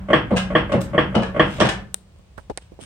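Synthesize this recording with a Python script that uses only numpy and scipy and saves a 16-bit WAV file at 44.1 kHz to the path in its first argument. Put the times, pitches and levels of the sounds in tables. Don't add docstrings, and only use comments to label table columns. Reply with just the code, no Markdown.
import sys
import numpy as np
from scipy import signal
from scipy.fft import rfft, irfft, next_fast_len
from scipy.io import wavfile
from scipy.ndimage import uniform_filter1d

SR = 44100
rng = np.random.default_rng(int(sys.argv[2]) if len(sys.argv) > 2 else 0)


def dump_mix(stems):
    frames = np.atleast_2d(stems).T
    limited = np.clip(frames, -1, 1)
    pcm = np.round(limited * 32767).astype(np.int16)
    wavfile.write(sys.argv[1], SR, pcm)


N = 125685

# start_s, gain_db, dull_above_hz
HARD_KNOCKS = [(.1312, 1.5, 6880), (.5517, 0, 5000), (.9787, -0.5, 4460), (1.3954, 1.5, 5020),
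               (1.612, -2.5, 2070)]
LIGHT_TAPS = [(0.0852, -10, 4000), (0.1017, 0.5, 2500), (0.306, -10, 12200), (.502, -10, 5070),
              (0.519, -8.5, 900), (0.694, -12, 8000), (.717, -5.5, 4000), (0.7334, -1, 1507),
              (.8125, -14.5, 1190), (0.932, -11, 3000), (0.944, -2.5, 1567), (1.123, -21.5, 12000),
              (1.143, -9.5, 3000), (1.345, -10.5, 2000), (1.362, -3.5, 2500), (1.585, -14, 8000),
              (1.602, -5, 8100)]
TYRE_THUDS = [(.314, -1, 1200), (.324, -4, 700), (.336, 1, 400), (.732, -16.5, 1500), (.742, 1.5, 800),
              (.753, -6, 500), (1.162, 3.5, 1500), (1.185, -29.5, 400), (1.612, 0.5, 1200)]
# pitch_hz, knock_db, tap_db, t60_s
HUB_MODES = [(152, -21.5, -32, 0.42), (197.1, -28, -26.5, .3), (233.2, -19, -32.5, .12),
             (323, -13.5, -32, 0.21), (487, -16, -26, .22), (559.8, -26, -17.5, 0.26),
             (622, -8, -14.5, 0.074), (855, -37, -32, .06), (1080, -26, -34, 0.75),
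             (1117.6, -24, -19.5, .06), (1262, -21.5, -38.5, .06), (1625, -23.5, -35.5, .25),
             (1679, -17.5, -35.5, 0.12), (1810, -10, -34, .055), (1960, -17, -40, .04),
             (2140, -27, -30.5, 0.18), (3110, -27, -34, .06), (3307, -28, -49, .25)]
# pitch_hz, level_db, t60_s
TYRE_MODES = [(68, -32.5, 1), (124, -24, .4), (186, -26.5, 0.93), (215.4, -15, .2), (366.2, -19, 0.084),
              (491, -21, 0.19), (546.6, -26, 0.45), (637, -35.5, 0.078)]
# start_s, length_s, level_db, tilt_db_per_octave, pitch_hz
JOINT_SCRAPES = [(0.354, 0.032, -24, 1.5, 1640), (0.718, 0.0046, -31, -0.5, 2825),
                 (0.805, .012, -40, 9, 12600), (1.148, 0.0075, -21.5, -3, 2970),
                 (1.218, 0.017, -27.5, -2.5, 1700), (1.427, .16, -43, 2.5, 14200),
                 (1.597, 0.016, -17.5, -1.5, 5640), (1.644, 0.027, -25, -1, 768),
                 (1.684, 0.0095, -24, 1.5, 1756), (2.373, 0.0045, -58, 7, 8700),
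                 (2.607, 0.022, -59.5, 3.5, 8500), (2.795, .04, -46, 5.5, 8700)]
# start_s, gain_db, left_over_right_db, top_hz, woody_body_db
CLOSE_CLICKS = [(1.9434, -1, 7, 15240, -54), (2.187, -46, 8, 10000, -55), (2.5748, -5.5, -3, 7850, -40)]
# start_s, gain_db, left_over_right_db, rise_s, pitch_hz
CLOSE_BUMPS = [(2.377, -8.5, -12, 0.0033, 934), (2.4981, 3, 4.5, 0.0003, 496),
               (2.7185, -15, -7, .0005, 339), (2.79, -15, -13.5, 0.0004, 458),
               (2.81, -17, -10.5, 0.015, 204)]
# time_s, level_db
RUMBLE_LEVELS = [(0, -33), (.1, -39), (0.349, -30.5), (1.7, -32.5), (1.83, -35), (1.93, -52),
                 (2.052, -60.5)]

# frequency_hz, gain_db
KNOCK_CRACK_COLOUR = [(60, -32), (200, -15), (330, 27.5), (420, -15.5), (630, 17), (800, -15), (1150, 23),
                      (1400, -16), (1820, -9), (2400, -16), (3300, 12.5), (3800, -67.5), (6800, -80.5),
                      (8200, -38.5), (10500, -55), (16000, -74)]
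KNOCK_RATTLE_COLOUR = [(30, -43.5), (65, -9.5), (250, -2), (500, -2.5), (850, -5), (1800, -5), (2350, -9),
                       (3300, -5), (3800, -26), (5500, -29.5), (7000, -48), (8500, -28.5), (10500, -73.5),
                       (16000, -84)]
TAP_COLOUR = [(60, -1.5), (250, 5.5), (600, 0.5), (850, -9.5), (1200, -2.5), (1800, -7.5), (2400, -11.5),
              (3300, -14.5), (3900, -33.5), (6500, -34.5), (8700, -27.5), (11000, -60), (16000, -47)]
THUMP_COLOUR = [(30, -20), (70, -15), (220, 13.5), (300, -9.5), (600, 2), (800, -2.5), (1150, -7.5),
                (2000, -27.5), (4000, -21.5), (10000, -68.5)]
RASP_COLOUR = [(100, -11.5), (500, 2.5), (1600, -1.5), (2100, -5), (3100, -1.5), (4200, -12.5),
               (5500, -14.5), (7000, -19), (8800, -15), (10800, -54.5), (13000, -35), (16000, -42)]
CLICK_COLOUR = [(100, -33), (600, -3.5), (2500, -10.5), (3700, -1), (5300, -8.5), (7000, -5.5), (8700, 10),
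                (11200, -13), (12500, -8), (16000, -8.5)]
WOODY_COLOUR = [(100, -15), (600, 1), (1250, -13.5), (1900, -5), (3000, -17.5), (8000, -23.5),
                (16000, -45.5)]
BUMP_COLOUR = [(40, 10), (150, -1.5), (450, 6), (800, 1), (1200, -14.5), (2500, -27), (5000, -30),
               (7000, -36), (8700, -32.5), (11000, -62), (16000, -43)]
RUMBLE_COLOUR = [(20, -50), (30, -32), (42, 3), (65, -1.5), (130, -0.5), (165, -12.5), (192, 7.5),
                 (230, -17), (500, -20.5), (1500, -26.5), (3200, -38.5), (4500, -52.5), (16000, -60)]
ROOM_TONE_COLOUR = [(20, -31.5), (40, 0), (65, 8.5), (110, -1), (145, -2.5), (270, -18.5), (540, -15),
                    (1500, -27), (2800, -26.5), (6700, -34.5), (9000, -33), (11000, -52.5), (16000, -40)]

# frequency_hz, t60_s
SHOP_DECAY = [(100, 0.75), (260, 0.29), (700, 0.33), (1800, .33), (3200, 0.27), (5000, 0.27), (12000, 0.18)]
# frequency_hz, correlation
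NEAR = [(100, .95), (600, 0.71), (1200, 0.34), (2500, -0.032), (8000, -.1)]
FAR = [(60, 0.93), (250, 0.92), (550, 0.35), (1100, 0.37), (2500, -0.11), (8000, -0.1)]

RING_TIME = np.arange(int(0.8 * SR)) / SR


def hub():
    out = np.zeros((2, N))
    crack = spread(burst(decay(t60_s=0.024, hold_s=0.008), smooth_bins=24), NEAR)
    rattle = ring_out()
    knock = metal_ring([(hz, db, t60_s) for hz, db, _, t60_s in HUB_MODES])
    knock = knock + at_level(shaped(crack, KNOCK_CRACK_COLOUR), db=-14.5, samples=440)
    knock += at_level(shaped(rattle, KNOCK_RATTLE_COLOUR), db=-19.5, samples=2200)
    tap = metal_ring([(hz, db, t60_s) for hz, _, db, t60_s in HUB_MODES])
    tap = tap + at_level(shaped(crack, TAP_COLOUR), db=-22.5, samples=440)
    tap += at_level(shaped(rattle, TAP_COLOUR), db=-24, samples=2200)
    for sound, contacts in (knock, HARD_KNOCKS), (tap, LIGHT_TAPS):
        for start_s, gain_db, dull_above_hz in contacts:
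            add(out, start_s, amp(gain_db) * dulled(sound, dull_above_hz))
    return out


def metal_ring(modes, longest_t60_s=0.3, after_db=-19.5, after_t60_s=0.36):
    brief = ringing([(hz, db, min(t60_s, longest_t60_s)) for hz, db, t60_s in modes])
    lasting = ringing([(hz, db + after_db, after_t60_s) for hz, db, _ in modes])
    return brief + lasting


def tyre():
    out = np.zeros((2, N))
    hum = ringing(TYRE_MODES)
    for start_s, gain_db, dull_above_hz in TYRE_THUDS:
        noise = spread(burst(decay(t60_s=0.2), smooth_bins=30), NEAR)
        thump = at_level(shaped(noise, THUMP_COLOUR), db=-19, samples=1300)
        add(out, start_s, amp(gain_db) * dulled(hum + thump, dull_above_hz))
    return out


def joint_scrapes(slips_per_s=1500, resonance_db=11.5, relative_width=0.026):
    out, t = np.zeros((2, N)), RING_TIME
    for start_s, length_s, level_db, tilt, pitch_hz in JOINT_SCRAPES:
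        slips = (rng.random(len(t)) < slips_per_s / SR) * rng.standard_normal(len(t))
        stroke = slips * np.minimum(t / (length_s / 2), 1) * decay(t60_s=0.054, hold_s=length_s)
        direct = spread(burst(decay(t60_s=0.0092), smooth_bins=80), FAR)
        one_slip = direct + amp(-3) * ring_out()
        rasp = signal.fftconvolve(stroke[None], one_slip, axes=1)[:, :len(t)]
        peak_db = lambda f: resonance_db / (1 + ((f / pitch_hz - 1) / relative_width) ** 2)
        slope_db = lambda f: tilt * np.log2((f + 200) / 3000)
        rasp = coloured(rasp, lambda f: amp(along(RASP_COLOUR, f) + peak_db(f) + slope_db(f)))
        add(out, start_s, at_level(rasp, level_db, samples=int((length_s + 0.032) * SR)))
    return out


def close_clicks(base_db=8, room_db=-25):
    out = np.zeros((2, N))
    for start_s, gain_db, pan_db, top_hz, body_db in CLOSE_CLICKS:
        snap = burst(decay(t60_s=0.0052), smooth_bins=200)
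        click = spread(snap, likeness=[(500, 0.36), (8000, 0.19)]) + amp(room_db) * ring_out()
        click = coloured(click, lambda f: amp(along(CLICK_COLOUR, f)) / np.sqrt(1 + (f / top_hz) ** 10))
        noise = spread(burst(decay(t60_s=0.035), smooth_bins=60), NEAR)
        body = at_level(shaped(noise, WOODY_COLOUR), body_db, samples=1300)
        add(out, start_s, amp(base_db + gain_db) * (click + body), pan_db)
    return out


def handling_bumps(base_db=-27.5, colour_pitch_hz=480):
    out = np.zeros((2, N))
    for start_s, gain_db, pan_db, rise_s, pitch_hz in CLOSE_BUMPS:
        push = np.minimum(RING_TIME / rise_s, 1) * decay(t60_s=0.059, hold_s=rise_s)
        noise = spread(burst(push, smooth_bins=60), likeness=[(150, 0.49), (700, 0.06)])
        bump = coloured(noise, lambda f: amp(along(BUMP_COLOUR, f * colour_pitch_hz / pitch_hz)))
        add(out, start_s, at_level(bump, base_db + gain_db, samples=600), pan_db)
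    return out


def car_body():
    level_db = np.interp(np.arange(N) / SR, *np.transpose(RUMBLE_LEVELS))
    return amp(level_db) * far_noise(RUMBLE_COLOUR)


def ring_out(build_s=0.0096):
    t = RING_TIME
    hz, time_s, bands = signal.stft(burst(np.ones(len(t)), smooth_bins=8), SR, nperseg=256)
    fade = amp(-60 * time_s / along(SHOP_DECAY, hz)[:, None])
    _, tail = signal.istft(bands * fade, SR, nperseg=256)
    tail = spread(tail[:, :len(t)], FAR) * (1 - np.exp(-t / build_s))
    return tail / np.linalg.norm(tail[0])


def room_tone(level_db=-49.5):
    return amp(level_db) * far_noise(ROOM_TONE_COLOUR)


def far_noise(colour):
    noise = spread(rng.standard_normal((2, N + 4096)), FAR)
    return at_level(shaped(noise, colour)[:, -N:], db=0, samples=N)


def ringing(modes, contact_s=0.0003):
    ring = sum((-1) ** k * amp(db) * decay(t60_s) * np.sin(2 * np.pi * hz * RING_TIME)
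               for k, (hz, db, t60_s) in enumerate(modes))
    return ring * (1 - np.exp(-(RING_TIME / contact_s) ** 2))


def burst(envelope, smooth_bins):
    x = rng.standard_normal((2, len(envelope))) * envelope
    for _ in range(2):
        spectrum = rfft(x)
        power = np.abs(uniform_filter1d(np.abs(spectrum) ** 2, smooth_bins))
        x = irfft(spectrum / np.sqrt(power + 1e-12), len(envelope))
        x *= np.minimum(1, 10 * envelope)
    return x


def decay(t60_s, hold_s=0):
    return amp(-60 * np.maximum(RING_TIME - hold_s, 0) / t60_s)


def amp(db):
    return 10 ** (np.asarray(db) / 20)


def at_level(x, db, samples):
    return amp(db) * x / np.sqrt(np.mean(x[..., :samples] ** 2))


def along(points, hz):
    point_hz, values = np.transpose(points)
    return np.interp(np.log(hz + 1), np.log(point_hz + 1), values)


def coloured(x, gain):
    size = 2 * next_fast_len(x.shape[-1] // 2 + 4096)
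    log_gain = np.log(np.maximum(gain(np.fft.rfftfreq(size, 1 / SR)), 1e-6))
    cepstrum = irfft(log_gain, size)
    cepstrum[1:size // 2] *= 2
    cepstrum[size // 2 + 1:] = 0
    return irfft(rfft(x, size) * np.exp(rfft(cepstrum)), size)[..., :x.shape[-1]]


def shaped(x, colour):
    return coloured(x, lambda f: amp(along(colour, f)))


def dulled(x, above_hz):
    return coloured(x, lambda f: 1 / np.sqrt(1 + (f / above_hz) ** 2))


def spread(pair, likeness):
    size = pair.shape[-1]
    correlation = np.clip(along(likeness, np.fft.rfftfreq(size, 1 / SR)), -0.99, 0.99)
    angle = np.arccos(correlation) / 2
    mid, side = irfft(rfft(pair) * [np.cos(angle), np.sin(angle)], size)
    return np.array([mid + side, mid - side])


def from_right(x, left_lag_s=0.00007):
    size = next_fast_len(N + SR // 2)
    half_phase = np.pi * left_lag_s * np.fft.rfftfreq(size, 1 / SR)
    return irfft(rfft(x, size) * np.exp([-1j * half_phase, 1j * half_phase]), size)[:, :N]


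def add(out, start_s, x, pan_db=0):
    start = int(round(start_s * SR))
    panned = x * amp([[pan_db / 2], [-pan_db / 2]])
    out[:, start:start + x.shape[-1]] += panned[:, :N - start]


def scene():
    wheel = from_right(hub() + tyre()) + joint_scrapes()
    return wheel + close_clicks() + handling_bumps() + car_body() + room_tone()


def record(dry, low_cut_hz=33, top_hz=16300):
    lean = signal.sosfilt(signal.butter(4, low_cut_hz, "high", fs=SR, output="sos"), dry)
    rounded = lean / (1 + np.abs(lean) ** 6) ** (1 / 6)
    size = next_fast_len(N + SR // 2)
    in_band = np.fft.rfftfreq(size, 1 / SR) < top_hz
    return irfft(rfft(rounded, size) * in_band, size)[:, :N]


dry = scene()
out = record(dry)
dump_mix(out)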